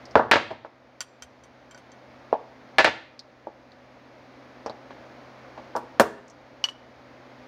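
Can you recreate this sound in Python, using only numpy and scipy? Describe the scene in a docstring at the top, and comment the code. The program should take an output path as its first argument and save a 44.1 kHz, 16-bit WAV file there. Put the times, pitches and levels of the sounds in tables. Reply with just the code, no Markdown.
"""A small workshop: a carburettor is worked on by hand at a wooden bench.
Knocks and bumps sound on the bench top: noise bursts through the board's resonances, with cracks and snaps.
A spanner clinks on a nut and taps the casting, and a steel piece is set down: decaying sines with clicks.
Tiny high ticks are narrow bands of noise; a fan hums behind, as coloured noise and sines.
The recorder's gain ducks after loud knocks and creeps back up."""
import sys
import numpy as np
from scipy import signal
from scipy.fft import rfft, irfft
from scipy.io import wavfile
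from scipy.ndimage import uniform_filter1d

SR = 44100
rng = np.random.default_rng(int(sys.argv[2]) if len(sys.argv) > 2 else 0)


def store_pcm(level_fs):
    """Save levels as 16-bit WAV."""
    pcm = np.round(np.clip(level_fs, -1, 1) * 32767).astype(np.int16)
    wavfile.write(sys.argv[1], SR, np.atleast_2d(pcm).T)


N = 329427   # length in samples
HIT = np.arange(SR // 3) / SR   # time since a contact, s

# knocks and bumps on the bench: tools landing and, at 1.2 s, a low nudge of a hand:
# t/s, thud level/dB, lower corner f/Hz, upper corner f/Hz, hard crack level/dB, room level/dB,
# delay of the second contact t/s, level of the second contact against the first/dB
BENCH_BLOWS = [(0.1547, -4.5, 210, 1500, -24.5, -5.5, 0.04, -7.5),
               (.313, -7.5, 90, 1470, -1.5, -8.5, 0.044, 0.5), (.506, -27, 110, 1010, -35, -8.5, .006, 7.5),
               (.648, -26.5, 400, 1400, -43.5, -11.5, .012, -11), (1.2, -51, 30, 99, -85, -6, 0.024, 4.5),
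               (2.3279, -11.5, 1100, 930, -41, -13, 0.0042, -9.5),
               (2.7839, -14, 290, 1720, -6.5, -6.5, .018, 0.5), (2.845, -9, 262, 1670, -6, -10, 0.031, -3),
               (3.47, -24.5, 500, 910, -54, -14, .012, -7.5),
               (4.6612, -26, 200, 1080, -42.5, -11, .0354, -4.5),
               (4.907, -40.5, 400, 1210, -48, -14, 0.0054, -4), (5.576, -37, 408, 1120, -49, -8, .01, -12),
               (5.752, -23, 380, 1260, -46, -8, 0.012, 2), (5.9976, -5, 110, 1700, -23, -12, .0074, -5.5)]


def from_db(db):
    """Decibels to gain."""
    return 10 ** (np.asarray(db) / 20)


def at_hz(points, hz):
    """Read a table along log frequency."""
    f, value = np.transpose(points)
    return np.interp(np.log(np.maximum(hz, 1)), np.log(f), value)


def unit(x):
    """Scale to energy 1."""
    return x / np.sqrt(np.sum(x ** 2) + 1e-20)


def at_level(x, db):
    """Give a blow the energy of 10 ms at this level."""
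    return unit(x) * from_db(db) * np.sqrt(SR / 100)


def dying(t, t60):
    """Exponential decay, down 60 dB after t60 seconds."""
    return np.exp(-np.log(1000) * t / t60)


def add(track, s, sound):
    """Mix a sound in at time s."""
    start = int(s * SR)
    track[start:start + len(sound)] += sound[:N - start]


def colour(x, spectrum):
    """Causal (minimum-phase) filter with the given spectrum."""
    size = 4096
    gain = from_db(at_hz(spectrum, np.fft.rfftfreq(size, 1 / SR)))
    # folding the cepstrum onto positive time makes the filter minimum-phase
    cepstrum = irfft(np.log(gain))
    cepstrum[1:size // 2] *= 2
    cepstrum[size // 2 + 1:] = 0
    response = irfft(np.exp(rfft(cepstrum)))
    return signal.fftconvolve(x, response)[:len(x)]


def contact(scatter_db, t60):
    """One sharp impulse, followed by dense scatter from everything near it; broadly flat in spectrum."""
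    scatter = unit(rng.standard_normal(len(HIT)) * dying(HIT, t60))
    burst = from_db(scatter_db) * scatter
    burst[0] += 1
    spectrum = rfft(burst, 2 * len(HIT))
    broad = np.sqrt(uniform_filter1d(np.abs(spectrum) ** 2, size=161))
    return irfft(spectrum / broad)[:len(HIT)]


def fan():
    """Steady rush of air, as coloured noise, with the hum of the motor, as sines."""
    # rush of air: f/Hz, relative level per Hz/dB
    air_spectrum = [(25, -35.5), (60, -5.5), (110, -12), (165, -16), (250, 1), (420, -7.5), (540, 0),
                    (1000, -8), (2200, -13.5), (2900, -21), (4700, -24), (6700, -33.5), (7600, -47),
                    (15000, -50)]
    # motor hum: f/Hz, level/dB
    hum_tones = [(126.5, -59), (252, -61.5)]
    air_db = -47.5
    air = unit(colour(rng.standard_normal(N), air_spectrum)) * np.sqrt(N) * from_db(air_db)
    t = np.arange(N) / SR
    hum = np.zeros(N)
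    for hz, db in hum_tones:
        hum += np.sqrt(2) * from_db(db) * np.sin(2 * np.pi * (hz * t + rng.random()))
    return air + hum


def ticks():
    """Tiny high contacts sound in one quickly damped band."""
    # tiny high ticks: small parts shifting, and the bright edge of the knock at 4.66 s:
    # t/s, level/dB, pitch f/Hz
    tiny_contacts = [(.055, -49, 5040), (.111, -54, 5130), (3.193, -33, 4600), (3.719, -51.5, 4150),
                     (4.662, -44.5, 5230), (4.697, -43.5, 4230), (5.7634, -43, 5450), (6.281, -54.5, 6200),
                     (6.3, -50, 6000)]
    half = 0.25 / 2   # half the bandwidth, as a share of the pitch
    out = np.zeros(N)
    for s, db, hz in tiny_contacts:
        band = signal.butter(2, [hz * (1 - half), hz * (1 + half)], "band", fs=SR, output="sos")
        tick = signal.sosfilt(band, contact(scatter_db=0.5, t60=0.055))
        add(out, s, at_level(tick, db))
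    return out


def bench_contacts():
    """Each blow makes three contacts: a landing tool's one end, the rock on its shaft, its other end.

    The low nudge of a hand goes through the same three steps."""
    rock_loss_db = 7.5   # the middle contact, halfway, lies this far below the first crack
    duller_db = 11       # the last contact has less crack
    for s, thud_db, low_hz, high_hz, crack_db, room_db, after_s, second_db in BENCH_BLOWS:
        rock_db = crack_db - rock_loss_db   # thud and crack alike
        second_crack_db = crack_db + second_db - duller_db
        yield s, thud_db, low_hz, high_hz, crack_db, room_db
        yield s + after_s / 2, rock_db, low_hz, high_hz, rock_db, room_db
        yield s + after_s, thud_db + second_db, low_hz, high_hz, second_crack_db, room_db


def bench_top(x):
    """The board's resonances stand out of its dense response, one peak filter after another."""
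    # resonances of the bench top: f/Hz, width f/Hz, level over what enters the filter/dB
    resonances = [(227.4, 22.5, 11), (324.6, 53, 5.5), (453, 46, 3), (552.6, 54, 3.5), (632, 64, 6),
                  (774, 122, -1), (859, 63, -1.5), (947, 57, 3), (1146, 68, 1), (1360, 45, -1.5),
                  (1490, 44, -2), (1560, 36, -15), (1697, 98, 3), (2400, 150, -9)]
    for hz, width, db in resonances:
        r, w = np.exp(-np.pi * width / SR), 2 * np.pi * hz / SR
        peak = signal.lfilter([(1 - r * r) / 2, 0, (r * r - 1) / 2], [1, -2 * r * np.cos(w), r * r], x)
        x = x + from_db(db) * peak
    return x


def knocks(scatter_over_room_db=11.0):
    """A thud of the board, narrowed by the weight and softness of the blow, plus a crack where steel hits hard."""
    # thud of the board: f/Hz, relative level per Hz/dB
    thud_spectrum = [(30, -48), (70, 6), (130, 1.5), (170, -5.5), (215, -4), (400, 0.5), (800, 1.5),
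                     (2000, 2), (16000, -40)]
    # crack of hard steel: f/Hz, relative level per Hz/dB
    crack_spectrum = [(100, -25), (250, -34), (400, -9), (1000, -2.5), (1700, 6.5), (2100, 6), (2500, 3.5),
                      (3200, -0.5), (4000, -2), (5500, -10.5), (8000, -25.5), (11000, -46), (16000, -46)]
    direct, to_room = np.zeros(N), np.zeros(N)
    for s, thud_db, low_hz, high_hz, crack_db, room_db in bench_contacts():
        light = signal.butter(1, low_hz, "high", fs=SR, output="sos")
        soft = signal.butter(6, high_hz, fs=SR, output="sos")
        # a blow that fills the room also shakes more of the clutter on the bench
        blow = contact(scatter_db=room_db + scatter_over_room_db, t60=0.085)
        thud = signal.sosfilt(np.vstack([light, soft]), colour(blow, thud_spectrum))
        thud = bench_top(thud)
        crack = colour(contact(scatter_db=16, t60=0.11), crack_spectrum)
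        add(direct, s, at_level(thud, thud_db) + at_level(bench_top(crack), crack_db))
        # the crack reaches the room straight from the steel, the thud by way of the board
        add(to_room, s, at_level(thud, thud_db + room_db) + at_level(crack, crack_db + room_db))
    return direct, to_room


def snaps():
    """The first touch of a hard blow is a short, bright snap of steel; soft blows have hardly any."""
    snap_db, steepness = -26.5, 1.6   # level with a 0 dB crack, dB gained per dB of crack
    band = signal.butter(2, [4500, 10500], "band", fs=SR, output="sos")
    out = np.zeros(N)
    for s, _, _, _, crack_db, *_ in BENCH_BLOWS:
        snap = signal.sosfilt(band, contact(scatter_db=10.5, t60=0.0053))
        add(out, s, at_level(snap, snap_db + steepness * crack_db))
    return out


def workshop(x, build_s=0.011):
    """Diffuse reverberation: noise that builds up quickly and dies at its own rate in each band."""
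    # reverberation time: f/Hz, t60/s
    room_decay = [(100, 0.91), (450, 0.42), (1200, 0.48), (3000, 0.51), (6000, 0.39), (12000, .25)]
    t, tail = np.arange(SR) / SR, 0
    edges = np.geomspace(40, 18000, 10)
    for low, high in zip(edges, edges[1:]):
        band_pass = signal.butter(2, [low, high], "band", fs=SR, output="sos")
        band = signal.sosfilt(band_pass, rng.standard_normal(SR))
        tail = tail + band * dying(t, at_hz(room_decay, np.sqrt(low * high)))
    build_up = 1 - np.exp(-t / build_s)
    return signal.fftconvolve(x, unit(tail * build_up))[:N]


def struck_metal(blows, modes, vary_db, click_t60, click_hz):
    """Each touch clicks and rings every mode with a strength of its own; its tilt favours high or low modes."""
    # click: f/Hz, relative level per Hz/dB
    click_spectrum = [(200, -25), (900, 2), (3000, 0), (6000, -3.5), (9000, -9), (12000, -9), (16000, -14)]
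    out = np.zeros(N)
    hz, mode_db, t60 = np.transpose(modes)[:, :, None]
    hardness = signal.butter(2, click_hz, fs=SR, output="sos")
    no_bass = signal.butter(2, 180, "high", fs=SR, output="sos")   # the rings carry no deep bass
    for s, ring_db, click_db, tilt_db in blows:
        strength = from_db(mode_db + tilt_db * np.log2(hz) + vary_db * rng.standard_normal(hz.shape))
        sign = rng.choice([-1, 1], hz.shape)
        partials = sign * strength * np.sin(2 * np.pi * hz * HIT) * dying(HIT, t60)
        ring = signal.sosfilt(no_bass, np.sum(partials, axis=0))
        click = colour(contact(scatter_db=27, t60=click_t60), click_spectrum)
        click = signal.sosfilt(hardness, click)
        add(out, s, at_level(ring, ring_db) + at_level(click, click_db))
    return out


def chatter(blows, count=3):
    """Each touch becomes a quick run of rebounds, weaker and duller each time."""
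    gap_s, loss_db, duller_db_per_octave = .007, 8.5, 4   # per rebound
    run = []
    for s, ring_db, click_db, tilt_db in blows:
        for k in range(count):
            loss = k * loss_db
            tilt = tilt_db - k * duller_db_per_octave
            run.append((s + k * gap_s, ring_db - loss, click_db - loss, tilt))
    return run


def spanner_clinks():
    """The spanner touches steel and chatters, ringing in its own modes."""
    # touches: t/s, ring level/dB, click level/dB, tilt of the ring/dB per octave
    touches = [(1.006, -23, -29, -1), (1.223, -33.5, -40.5, -2.5), (1.437, -49.5, -57, 0),
               (1.711, -46.5, -56, -4), (1.7465, -43.5, -62, -6.5), (1.7765, -49, -55, -6),
               (1.918, -51.5, -82, -1.5)]
    # modes of the spanner: f/Hz, relative level/dB, t60/s
    modes = [(1480, -3, 0.039), (1890, -6.5, 0.045), (2290, -8, .05), (2840, -14, 0.053),
             (3157, -2.5, .075), (4590, 1.5, 0.041), (5040, -12, 0.042), (5790, 8, 0.024),
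             (5970, -0.5, 0.051), (6300, -1.5, 0.055), (7350, 2, 0.048), (8990, -14, 0.11),
             (11500, -33, .05)]
    return struck_metal(chatter(touches), modes, vary_db=3.0, click_t60=0.074, click_hz=10000)


def steel_set_down():
    """A steel piece is set down hard and rings with the board under it."""
    # contacts: t/s, ring level/dB, click level/dB, tilt of the ring/dB per octave
    touches = [(5.763, -44, -44, 3.5), (5.9975, -11.5, -20.5, 0.3)]
    # modes of the piece and the board: f/Hz, relative level/dB, t60/s
    modes = [(215, -20, 0.25), (236.5, 3, 0.11), (328, -10.5, 0.41), (413.6, -5.5, 0.42), (459, -3, 0.3),
             (645, -1, 0.13), (719, 6.5, 0.095), (970, -6, 0.035), (1520, -23, 0.035), (1757, 3, 0.037),
             (3570, -19, 0.035), (5960, -20, .06), (7250, -11, .035), (8870, -11, 0.028),
             (11900, -18, 0.08)]
    return struck_metal(touches, modes, vary_db=1.2, click_t60=0.1, click_hz=14000)


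def casting_taps():
    """The spanner taps the hand-held casting, which rings in short, damped modes."""
    # taps: t/s, ring level/dB, click level/dB, tilt of the ring/dB per octave
    touches = [(6.6405, -14.5, -29, -1.5), (6.687, -28.5, -40, -10)]
    # modes of the casting: f/Hz, relative level/dB, t60/s
    modes = [(1050, -19, 0.017), (2950, -0.5, 0.05), (3210, -9, 0.026), (4310, -16.5, 0.049),
             (4590, -15, 0.063), (5420, -15, .035), (5660, -17, 0.04), (5750, -13, 0.045),
             (6050, -19, 0.055), (8950, -32.5, 0.036), (11860, -36, .05)]
    return struck_metal(touches, modes, vary_db=0.4, click_t60=0.1, click_hz=6200)


def scene():
    """Bench, metal parts, room and fan at one microphone."""
    bench, to_room = knocks()
    small_contacts = ticks() + spanner_clinks()
    piece = steel_set_down()
    casting = casting_taps()
    metal_to_room = from_db(-26.5) * small_contacts + from_db(-16) * piece + from_db(-28.5) * casting
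    room = workshop(from_db(-6.5) * to_room + metal_to_room)
    return (fan() + bench + snaps() + small_contacts + piece + casting + room)[None]


def gain_control(x, threshold_db=-28, depth_db=11.5, attack_s=0.13, release_db_per_s=5.0):
    """While the sound is loud the gain sinks towards its limit; afterwards it climbs back steadily."""
    size = 256   # samples per gain step
    step = size / SR
    power = np.abs(uniform_filter1d(x ** 2, 2 * size)[::size])
    level = 10 * np.log10(power + 1e-12)
    # loudness goes from 0 to 1 over 20 dB around the threshold
    loudness = np.clip((level - threshold_db) / 20 + .5, 0, 1)
    cut, cuts = 0, []
    for loud in loudness:
        sink = loud * (depth_db - cut) / attack_s
        climb = (1 - loud) * release_db_per_s
        cut = max(0, cut + step * (sink - climb))
        cuts.append(cut)
    cut_db = np.interp(np.arange(N) / size, np.arange(len(cuts)), cuts)
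    return x * from_db(-cut_db)


def record(dry, low_cut_hz=40, top_cut_hz=15900):
    """Gain control, peaks rounded just under full scale, a rumble filter and a steep top cut."""
    ceiling = .86   # where the rounding levels off, share of full scale
    level = gain_control(dry[0])
    rounded = level / (1 + (level / ceiling) ** 4) ** .25
    no_rumble = signal.sosfilt(signal.butter(2, low_cut_hz, "high", fs=SR, output="sos"), rounded)
    return signal.sosfilt(signal.ellip(10, .1, 80, top_cut_hz, fs=SR, output="sos"), no_rumble)[None]


dry = scene()
out = record(dry)
store_pcm(out)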